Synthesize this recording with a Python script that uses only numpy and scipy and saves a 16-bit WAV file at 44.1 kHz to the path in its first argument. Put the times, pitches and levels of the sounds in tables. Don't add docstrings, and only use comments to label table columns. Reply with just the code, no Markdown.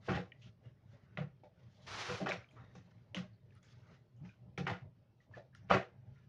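import sys
import numpy as np
from scipy import signal
from scipy.fft import rfft, irfft, next_fast_len
from scipy.io import wavfile
from scipy.ndimage import uniform_filter1d

SR = 44100
rng = np.random.default_rng(int(sys.argv[2]) if len(sys.argv) > 2 else 0)


def master(y):
    cut = np.clip(np.atleast_2d(y).T, -1, 1)
    pcm = np.round(cut * 32767)
    wavfile.write(sys.argv[1], SR, pcm.astype(np.int16))


def makeup_ratio(level_db):
    decades = np.asarray(level_db, float) / 20
    return 10 ** decades


N = 277256

# pitch_hz, level_db
AIR_TONE = [(24, -18), (40, -19), (86, -7.5), (150, -6), (263, -20.5), (381, -16), (620, -25),
            (1000, -30.5), (2500, -35), (5500, -41), (7000, -54), (9000, -78.5), (16000, -120)]
RUMBLE_TONE = [(15, -24.5), (25, -21.5), (38, -24.5), (86, -9), (113, 1), (135, -0.5), (151, -22),
               (172, -5.5), (280, -25.5), (360, -60.5), (620, -120)]
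SLOSH_TONE = [(150, -41.5), (250, 1), (270, -5.5), (572, -5.5), (617, 2), (704, -15.5), (791, -6.5),
              (1300, -23), (1690, -39), (2860, -120)]
SQUELCH_TONE = [(530, -36), (900, -6.5), (1400, 0.5), (2110, -1), (2950, -7.5), (4000, -20.5), (6000, -45)]
FIZZ_TONE = [(1800, -39), (2800, -2.5), (3500, -1.5), (5900, -5), (7000, -11.5), (7800, -20), (10000, -14),
             (13000, -44)]
SCRAPE_TONE = [(150, -58), (250, -17), (362, -2.5), (547, -7), (780, -1), (1250, 0), (4420, -6),
               (6140, -10), (7490, -17.5), (8300, -20.5), (9700, -17.5), (12000, -32), (13300, -40),
               (14800, -39), (15500, -40.5)]
MIC_TONE = [(30, -5), (70, 3), (6200, -1.5), (7300, -4), (8100, -10.5), (9700, -12), (12000, -12.5),
            (15000, -11.5)]
# pitch_hz, width_hz, level_db
BOOM = [(92.2, 50, -7), (135, 34, -3), (182.1, 18.8, 4.5), (285, 56, -18)]
HOLLOW = [(374, 59, 1), (495.4, 54.6, 4), (571, 47, 0), (662.5, 96, -1.5), (777.6, 37, 1), (857, 28, -2.5)]
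RING = [(1180, 315, 0), (1400, 130, 3), (1690, 820, -1.5), (2000, 230, 1), (2270, 680, -6),
        (2628, 120, -3.5), (2830, 340, -7)]
SPLASH = [(3440, 910, 6.5), (4300, 1700, 2), (5630, 1800, 0), (6450, 2700, -6.5), (9600, 3100, -17.5),
          (13000, 3000, -36)]
# peak_s, rise_and_fall_s, rumble_db, slosh_below_rumble_db
SHOVES = [(.06, 0.19, -59, -16), (.31, 0.22, -63, -6.5), (0.471, 0.1, -56, -14), (0.659, .11, -56, -19),
          (0.861, 0.034, -61.5, -24), (0.939, 0.076, -59.5, -4.5), (1.036, 0.043, -60.5, -14),
          (1.155, 0.12, -59, -16.5), (1.331, 0.072, -63, -20), (1.424, 0.1, -62, -27),
          (1.652, 0.098, -56.5, -23), (1.95, 0.24, -56.5, -7), (2.419, .06, -61, -25),
          (2.56, 0.09, -61, -12.5), (2.638, 0.27, -59.5, -11.5), (2.89, 0.045, -60, -9.5),
          (2.98, 0.046, -62.5, -11), (3.13, 0.51, -60.5, -14.5), (3.5, 0.26, -61, -19),
          (3.75, 0.18, -62.5, -12), (3.919, 0.14, -59, -7.5), (4.25, 0.18, -56, -15.5),
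          (4.485, 0.13, -54.5, -18.5), (4.86, 0.13, -57, -15.5), (5.1, 0.089, -70.5, -8.5),
          (5.37, 0.11, -59, -9), (5.649, 0.17, -56, -20.5), (5.92, 0.21, -62, -9), (6.093, 0.15, -54, -20),
          (6.269, 0.083, -64.5, -9)]
# peak_s, rise_s, fall_s, squelch_db, fizz_over_squelch_db
STROKES = [(0.071, 0.064, 0.19, -60, -3), (.472, 0.099, 0.064, -72.5, 1.5),
           (.658, 0.047, 0.11, -72.5, -7.5), (.942, 0.12, 0.1, -73.5, -2.5), (1.038, 0.11, 0.043, -75, -9),
           (1.155, 0.41, 0.26, -78, -10), (1.6, 0.05, 0.49, -78.5, -5.5), (1.85, 0.22, .3, -76.5, 6.5),
           (2.42, .3, 0.074, -64, -11), (2.578, 0.22, 0.14, -74, -5), (2.78, 0.4, 0.59, -75.5, -5.5),
           (2.916, 0.014, 0.015, -71.5, -9), (2.97, 0.013, 0.55, -85.5, -17), (3.328, 0.22, 0.33, -89, -1),
           (3.578, 0.13, 0.028, -73, -5.5), (3.63, 0.0078, 0.42, -73, -1.5),
           (3.726, 0.095, 0.027, -82, 11.5), (3.95, 0.24, 0.055, -70.5, -5.5),
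           (4.257, 0.043, 0.14, -68.5, -4), (5.239, 0.1, .06, -81.5, -1), (5.361, 0.04, 0.053, -60.5, -8.5),
           (5.6, 0.068, 0.082, -82, -7), (5.69, 0.04, 0.39, -72, -10.5), (6.188, 0.27, 0.24, -77.5, -7.5)]
# start_s, ring_db, boom_over_ring_db, hollow_over_ring_db, fade_60db_s
DRY_KNOCKS = [(0.079, -43, -38, 2.5, 0.5), (0.0858, -27.5, -1.3, -7.5, 0.46),
              (0.1731, -36, -3.5, -1.5, 0.15), (1.1718, -35, -7.5, -7.5, 0.27), (1.215, -47, 5.5, -1, 0.14),
              (2.0882, -33.5, -10.5, -4.5, 0.37), (2.203, -42.5, 6, 3, 0.66),
              (2.2592, -28, -16.5, -12, 0.35), (2.5647, -57, -20, -6, 0.9), (4.2497, -69, -6, -6, 0.2),
              (4.6665, -24.5, -11.5, -12, 0.31), (5.702, -22.5, -6, -7, 0.26),
              (5.707, -18.5, -12, -9.5, 0.35), (5.734, -22, -25, -9, 0.25)]
# start_s, peak_db, pitch_hz, fade_60db_s
RIM_TICKS = [(.152, -36, 1890, 0.0039), (0.319, -52.5, 1900, 0.031), (0.3195, -56, 2930, 0.019),
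             (.32, -56, 2380, 0.018), (1.173, -34, 1990, 0.0071), (1.1732, -44, 2690, 0.011),
             (1.1735, -46.5, 3200, 0.01), (2.31, -32, 2300, 0.011), (2.319, -27, 2270, 0.0062),
             (2.443, -57.5, 2300, 0.016), (3.507, -66.5, 2510, 0.0074), (3.522, -69.5, 1750, 0.019),
             (4.576, -45.5, 3180, 0.0095), (4.577, -37, 2270, 0.009), (4.668, -35, 1400, 0.019),
             (5.549, -59.5, 1400, 0.031), (5.703, -29.5, 1224, 0.055), (5.7118, -28, 1020, 0.0034),
             (5.7175, -31, 1240, 0.028), (.086, -32.5, 489.5, 0.059)]
# centre_s, peak_db, pitch_hz
CHATTER = [(.087, -38, 1560), (.105, -39, 1400), (.138, -46, 3140), (.167, -49, 3120), (.175, -41.5, 1905),
           (.177, -41, 732), (1.176, -46, 520), (1.19, -43, 626), (1.893, -53, 1335), (1.95, -45, 1378),
           (1.955, -45, 840), (1.978, -51, 3980), (1.992, -44, 760), (2.009, -49, 4435), (2.023, -44, 2310),
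           (2.029, -51, 1356), (2.158, -45, 2410), (2.204, -42, 607), (2.222, -42, 600), (2.242, -41, 330),
           (2.254, -42, 296), (2.277, -42, 1790), (2.286, -42.5, 3100), (2.303, -36, 650),
           (2.306, -46, 1614), (2.321, -41, 1660), (2.341, -45, 563), (2.359, -44, 624), (3.15, -49, 520),
           (3.169, -51, 1610), (3.182, -52, 2800), (3.688, -68, 3280), (4.253, -61, 2060),
           (4.582, -44, 1356), (4.69, -39, 1840), (4.7, -42, 1820), (4.699, -53, 4170), (4.71, -42, 818),
           (5.531, -71, 1700), (5.551, -57, 1765), (5.711, -36, 2282), (5.711, -31, 1210),
           (5.714, -36.5, 2980), (5.72, -27.5, 700), (5.736, -33.5, 2594), (5.736, -30, 602),
           (5.738, -49, 5577), (5.751, -30, 847), (5.751, -42, 2600), (5.762, -32, 654), (5.77, -32, 1141),
           (5.785, -38, 660), (5.802, -38, 624), (5.816, -42, 689)]
# centre_s, peak_db, pitch_hz
GRIT = [(.0875, -44, 2300), (.153, -46.5, 3300), (.176, -42, 2600), (.3205, -51, 2900), (.3205, -48, 2300),
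        (1.174, -46, 3700), (1.437, -57, 680), (1.948, -44, 2500), (1.962, -44, 1800), (1.985, -46, 3000),
        (2.018, -46, 2800), (2.033, -42, 2000), (2.108, -46, 1500), (2.216, -38, 700), (2.288, -44, 3600),
        (2.305, -46, 4000), (2.511, -62, 2400), (2.446, -60, 1400), (2.488, -72, 2500), (2.753, -60, 1500),
        (3.147, -45.5, 2000), (4.293, -59.5, 2400), (4.685, -36, 1100), (4.701, -36.5, 1500),
        (5.371, -53, 650), (5.55, -63, 3000), (5.55, -64, 4000), (5.7129, -22, 1100), (5.7035, -27, 1300),
        (3.168, -43, 1700), (5.751, -32, 1500), (5.7265, -25.5, 1000)]
# centre_s, peak_db, pitch_hz
HUMS = [(.11, -38.5, 366), (.1, -41, 500), (.18, -45.5, 824), (1.195, -50.5, 600), (1.23, -52, 500),
        (1.458, -60, 600), (2.105, -49.5, 370), (2.235, -43.5, 285), (2.29, -47, 590), (3.165, -51.5, 300),
        (3.16, -55, 540), (3.245, -60, 620), (4.605, -48.5, 480), (4.71, -49, 850), (5.385, -56, 600),
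        (5.73, -31.5, 587), (5.735, -37, 754), (5.77, -39, 662), (5.73, -35, 1394), (5.745, -38, 1126),
        (5.74, -42.5, 2005), (5.74, -41.5, 2589), (5.75, -40, 388), (.95, -68, 560), (3.55, -82, 850),
        (6.175, -76, 1400)]
# start_s, peak_db, pitch_hz
SNAPS = [
    (0.117, -54.5, 6160),
    (2.5097, -71, 6750),
    (2.753, -58.5, 5900),
    (3.148, -46.5, 5970),
    (3.63, -62, 6700),
    (3.6486, -64, 5130),
    (3.726, -65, 4540),
    (4.165, -76, 6600),
    (4.578, -50.5, 5660),
    (5.5503, -60.5, 5400),
]
# start_s, ring_db, boom_over_ring_db, hollow_over_ring_db, fade_60db_s
WET_KNOCKS = [(0.1444, -32.5, -6.5, -12.5, 0.25), (1.4341, -56.5, -8, 5.5, 0.18),
              (2.2844, -29.5, -28, -6, 0.2), (2.3192, -30.5, -14, -13, 0.17), (2.7512, -51, 2.5, -6, 0.23),
              (3.146, -41, -12.5, -6, 0.36), (3.1659, -36, -5.5, -21.5, 0.22), (4.2035, -72.5, 29, 0, 0.23),
              (4.5773, -35, 1, -4.5, 0.24), (4.6987, -44.5, -6, -14, 0.35), (5.3687, -50, -21, 5, 0.2),
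              (5.551, -56.5, -13, -20.5, 0.11), (5.697, -28, -12, -9.5, 0.15)]
# start_s, end_s, pitch_hz, width_hz, level_db
RUBS = [(0.32, 0.48, 2000, 200, -82), (0.41, 0.505, 2960, 1300, -68), (0.415, 0.46, 5930, 2000, -77.5),
        (0.635, .72, 2830, 150, -83), (1.555, 1.633, 1450, 200, -85), (2.3, 2.417, 5600, 250, -68.5),
        (2.56, 2.66, 1240, 497, -67), (2.566, 2.74, 1850, 380, -74), (2.58, 2.8, 3750, 130, -84),
        (3.55, 3.61, 1310, 220, -77), (3.852, 4.062, 1970, 200, -83), (4.283, 4.352, 1510, 200, -75.5),
        (4.574, 4.61, 10520, 150, -74), (5.565, 5.69, 1700, 900, -81), (5.705, 5.76, 4610, 150, -53.5),
        (5.56, 5.59, 6750, 300, -83), (5.63, 5.66, 5700, 500, -86), (3.33, 3.37, 4360, 500, -86),
        (4.165, 4.23, 2980, 400, -87), (5.38, 5.41, 1780, 200, -70), (.76, .8, 1900, 170, -84),
        (5.688, 5.7, 2300, 1500, -64), (4.655, 4.67, 1800, 1500, -62), (5.53, 5.6, 1700, 500, -74),
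        (5.57, 5.62, 2850, 200, -82), (1.174, 1.2, 3300, 1500, -63), (.63, .725, 1900, 400, -82),
        (1.05, 1.165, 1400, 400, -80), (6.155, 6.2, 1900, 400, -79), (3.83, 3.98, 1300, 500, -77)]
# centre_s, peak_db, pitch_hz
ROCKS = [(.86, -59, 111), (.9, -55.5, 111), (1.038, -61, 128), (1.34, -58, 125), (1.37, -59, 120),
         (1.668, -55.5, 109), (2.147, -46, 110.1), (2.387, -51, 108.3), (2.815, -59.5, 110),
         (3.245, -53, 124), (3.443, -56.5, 124), (3.571, -57, 110), (3.78, -56.5, 110), (3.829, -56, 111),
         (4.02, -59, 125), (4.227, -50.5, 149.6), (4.725, -41, 109.6), (4.831, -48, 126),
         (5.315, -54.5, 109), (5.357, -57, 109), (5.45, -64, 128), (6.031, -58, 106), (6.082, -52.5, 110),
         (6.269, -59, 127)]
# start_s, level_db, pitch_hz
THUMPS = [
    (1.178, -33.5, 146.6),
    (1.9, -49.5, 101),
    (2.084, -40, 135),
    (3.158, -36.5, 183.6),
    (4.581, -34.5, 141.3),
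    (5.715, -34.5, 182.1),
]
# time_s, level_db
SCRAPE = [
    (1.875, -54),
    (1.881, -51.5),
    (1.929, -48.5),
    (2.031, -44.5),
    (2.041, -48),
    (2.135, -47),
    (2.25, -59),
]
# start_s, peak_db, pitch_hz, fade_60db_s
DEEP_TICKS = [(2.214, -38.5, 644, 0.035), (2.262, -38.5, 1400, 0.011), (2.268, -35, 780, 0.024),
              (2.488, -65, 3170, 0.021), (2.511, -64.5, 2430, 0.018), (2.566, -58.5, 1184, 0.022),
              (3.146, -32.5, 2880, 0.0053), (3.166, -47.5, 2086, 0.024), (4.292, -59.5, 2460, 0.023),
              (4.6684, -43, 2730, 0.008), (4.683, -36, 860, 0.016), (4.698, -39, 840, 0.019),
              (5.203, -67, 1940, 0.029), (5.313, -63, 950, 0.0082), (5.337, -52, 1747, 0.044),
              (5.5485, -61.5, 3270, 0.0034), (5.549, -63, 1890, 0.0088), (5.7114, -21.5, 700, 0.013)]
# start_s, peak_db, pitch_hz
GLINTS = [(2.2697, -58.5, 9900), (2.4877, -73, 9440), (2.5097, -73, 9590), (2.5187, -67, 9530),
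          (2.7511, -71, 8860), (3.1457, -51, 9100), (3.185, -56, 9200), (3.552, -58, 9600),
          (4.576, -58, 9900), (4.6972, -60, 10400), (5.5488, -58, 8970), (3.631, -66, 10000)]


def evened(x):
    return x / np.sqrt(np.mean(x ** 2) + 1e-20)


def read(points, hz):
    f, value = np.transpose(points)
    return np.interp(np.log(hz + 1), np.log(f + 1), value)


def add(mix, s, sound):
    part = mix[round(s * SR):][:len(sound)]
    part += sound[:len(part)]


def colour(x, tone):
    size = next_fast_len(len(x))
    gain = makeup_ratio(read(tone, np.fft.rfftfreq(size, 1 / SR)))
    return irfft(rfft(x, size) * gain, size)[:len(x)]


def resonate(x, modes):
    hz = np.fft.rfftfreq(len(x), 1 / SR)
    gain = 0
    for k, (f, width, db) in enumerate(modes):
        gain = gain + (-1) ** k * makeup_ratio(db) / (1 + 2j * (hz - f) / width) ** 2
    return evened(irfft(rfft(x) * gain, len(x)))


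def lumpy(per_s, lumps_db):
    steps = rng.standard_normal(400)
    wander = np.interp(np.arange(N) / SR * per_s, np.arange(400), steps)
    return rng.standard_normal(N) * makeup_ratio(lumps_db * wander)


def swells(peaks_s, rises_s, falls_s, peaks_db):
    t = np.arange(0, N + 64, 64) / SR
    off = t[:, None] - peaks_s
    away = np.where(off < 0, -off / np.maximum(rises_s, .005), off / np.maximum(falls_s, .005))
    levels_db = peaks_db - 20 * away
    gain = np.sqrt((makeup_ratio(levels_db) ** 2).sum(1))
    return np.interp(np.arange(N) / SR, t, gain)


def dying(t, t60, rise, bend):
    return (1 - np.exp(-t / rise)) * makeup_ratio(-60 * t / t60 - 60 * (t / bend) ** 2)


def streaky(x, patchy_db):
    hz, t, z = signal.stft(x, SR, nperseg=1024, noverlap=768)
    patches = uniform_filter1d(rng.standard_normal(z.shape), size=4, axis=0)
    patches = evened(uniform_filter1d(patches, size=11, axis=1))
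    return signal.istft(z * makeup_ratio(patchy_db * patches - 1.5), SR, nperseg=1024, noverlap=768)[1][:N]


def air():
    return makeup_ratio(-72.5) * evened(colour(lumpy(30, 1.4), AIR_TONE))


def rumble():
    s, span, db, slosh_db = np.transpose(SHOVES)
    return swells(s, span, span, db) * evened(colour(lumpy(22, 3.5), RUMBLE_TONE))


def slosh():
    s, span, db, slosh_db = np.transpose(SHOVES)
    return swells(s, 1.6 * span, 1.06 * span, db + slosh_db) * evened(colour(lumpy(25, 3.2), SLOSH_TONE))


def bubbling(per_s, spread_db, t60, tone):
    sizes = makeup_ratio(spread_db * np.minimum(rng.exponential(1, N), 5))
    pops = sizes * (rng.random(N) < per_s / SR)
    keep = makeup_ratio(-60 / (t60 * SR)) ** 2
    power = signal.lfilter([1 - keep], [1, -keep], pops ** 2)
    return evened(colour(rng.standard_normal(N) * np.sqrt(power + 1e-12), tone))


def squelch():
    s, rise, fall, db, fizz_db = np.transpose(STROKES)
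    suck = swells(s, rise, fall, db) * bubbling(600, 2.9, 0.3, SQUELCH_TONE)
    fizz = swells(s, rise, fall, db + fizz_db) * bubbling(1500, 3.4, .1, FIZZ_TONE)
    return suck + fizz


def rippled(x, width_hz, ripple_db):
    hz = np.fft.rfftfreq(len(x), 1 / SR)
    ripple = np.interp(hz / width_hz, np.arange(1000), rng.standard_normal(1000))
    return irfft(rfft(x) * makeup_ratio(ripple_db * ripple), len(x))


def knock(s, ring_db, boom_db, hollow_db, splash_db, t60):
    t = np.arange(16384) / SR
    taps = rng.standard_normal((4, len(t))) * makeup_ratio(4.77 * np.minimum(rng.exponential(1, (4, len(t))), 5))
    taps = [rippled(row, 70, 3.2) for row in taps]
    modes = 0
    for hz, width, db in BOOM:
        turns = hz * rng.uniform(.94, 1.06) * t + rng.random()
        modes = modes + makeup_ratio(db + 1.8 * rng.standard_normal()) * np.sin(2 * np.pi * turns)
    boom = 0.48 * evened(modes) + 0.8 * resonate(np.diff(taps[0], prepend=0), BOOM)
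    boom *= makeup_ratio(boom_db - 1.5) * dying(np.maximum(t - .006, 0), 1.81 * t60, 0.017, 0.21)
    hollow = makeup_ratio(hollow_db - 5.0) * resonate(taps[1], HOLLOW) * dying(t, 1.29 * t60, 0.00054, .45)
    ring = makeup_ratio(-11.5) * resonate(taps[2], RING) * dying(t, 1.07 * t60, 0.00088, .45)
    splash = makeup_ratio(splash_db - 0.5) * resonate(taps[3], SPLASH) * dying(t, 1.22 * t60, 0.0048, 0.37)
    contacts = np.interp(t * 260, np.arange(200), rng.standard_normal(200))
    rattle = makeup_ratio(1.7 * contacts - 1.3)
    return s, makeup_ratio(ring_db) * (boom + rattle * (hollow + ring + splash))


def dry_knock(s, ring_db, boom_db, hollow_db, t60):
    return knock(s, ring_db, boom_db, hollow_db, -26.5, t60)


def tick(s, peak_db, hz, t60, room_db):
    t = np.arange(8192) / SR
    ring = np.sin(2 * np.pi * hz * t) * dying(t, max(t60, .002), 0.066 * t60, .7)
    room = resonate(rng.standard_normal(len(t)), [(hz, 6.5 / max(t60, .002), 0)])
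    room = makeup_ratio(room_db) * room * dying(t, 0.21, 0.008, 0.85)
    return s + .0003, makeup_ratio(peak_db) * (1.224 * ring / abs(ring).max() + room)


def rim_tick(s, peak_db, hz, t60):
    return tick(s, peak_db, hz, t60, room_db=-17)


def blip(s, peak_db, hz, length, loose):
    u = np.arange(0, length, 1 / SR) / length
    turns = hz * length * (1.033 * u - .04 * u ** 2)
    turns += loose * rng.random() - turns[len(u) * 2 // 5] - 1 / 4
    swell = np.sin(np.pi * u ** 0.78) ** 2
    return s - 0.402 * length, makeup_ratio(peak_db) * swell * np.sin(2 * np.pi * turns)


def chatter(s, peak_db, hz):
    return blip(s, peak_db, hz, length=0.00899, loose=True)


def grit(s, peak_db, hz):
    return blip(s, peak_db, hz, length=.003, loose=False)


def hum(s, peak_db, hz):
    return blip(s, peak_db, hz, length=.07, loose=True)


def snap(s, peak_db, hz):
    return tick(s, peak_db, hz, t60=0.0042, room_db=-10)


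def wet_knock(s, ring_db, boom_db, hollow_db, t60):
    return knock(s, ring_db, boom_db, hollow_db, -17.5, t60)


def rub(start, end, hz, width_hz, db):
    whistle = resonate(rng.standard_normal(16384), [(hz, width_hz, 0)])[:round((end - start) * SR)]
    fade = signal.windows.tukey(len(whistle), .3) * np.linspace(1.3, .5, len(whistle))
    return start, makeup_ratio(db) * whistle * fade


def rock(s, peak_db, hz):
    return blip(s, peak_db, hz, length=0.0486, loose=True)


def thump(s, db, hz):
    t = np.arange(8192) / SR
    wobble = 1 + 0.65 * np.sin(2 * np.pi * (35 * t + rng.random()))
    return s, makeup_ratio(db) * wobble * np.sin(2 * np.pi * hz * t) * dying(t, 0.57, 0.024, 0.23)


def scrape():
    t = np.arange(N) / SR
    touching = np.interp(t, [1.8, 1.864, 1.872, 2.24, 2.29], [0.11, 0.51, 1, 0.95, 0.12])
    time_s, level_db = np.transpose(SCRAPE)
    level = makeup_ratio(np.interp(t, time_s, level_db) + 2.0)
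    return touching ** 3 * level * evened(colour(lumpy(60, 1.2), SCRAPE_TONE))


def deep_tick(s, peak_db, hz, t60):
    return tick(s, peak_db, hz, t60, room_db=-10.5)


def glint(s, peak_db, hz):
    return tick(s, peak_db, hz, t60=.004, room_db=-22)


def scene():
    mix = streaky(air() + squelch() + slosh(), 2.4) + rumble() + scrape()
    events = [(dry_knock, DRY_KNOCKS), (rim_tick, RIM_TICKS), (chatter, CHATTER), (grit, GRIT),
              (hum, HUMS), (snap, SNAPS), (wet_knock, WET_KNOCKS), (rub, RUBS), (rock, ROCKS),
              (thump, THUMPS), (deep_tick, DEEP_TICKS), (glint, GLINTS)]
    for source, table in events:
        for row in table:
            add(mix, *source(*row))
    return mix[None]


def roll_off(x):
    return signal.sosfilt(signal.butter(12, 15460, fs=SR, output="sos"), x)


def record(dry):
    hiss = makeup_ratio(-98) * rng.standard_normal(N)
    heard = colour(dry[0], MIC_TONE) + hiss
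    return roll_off(heard[None])


dry = scene()
out = record(dry)
master(out)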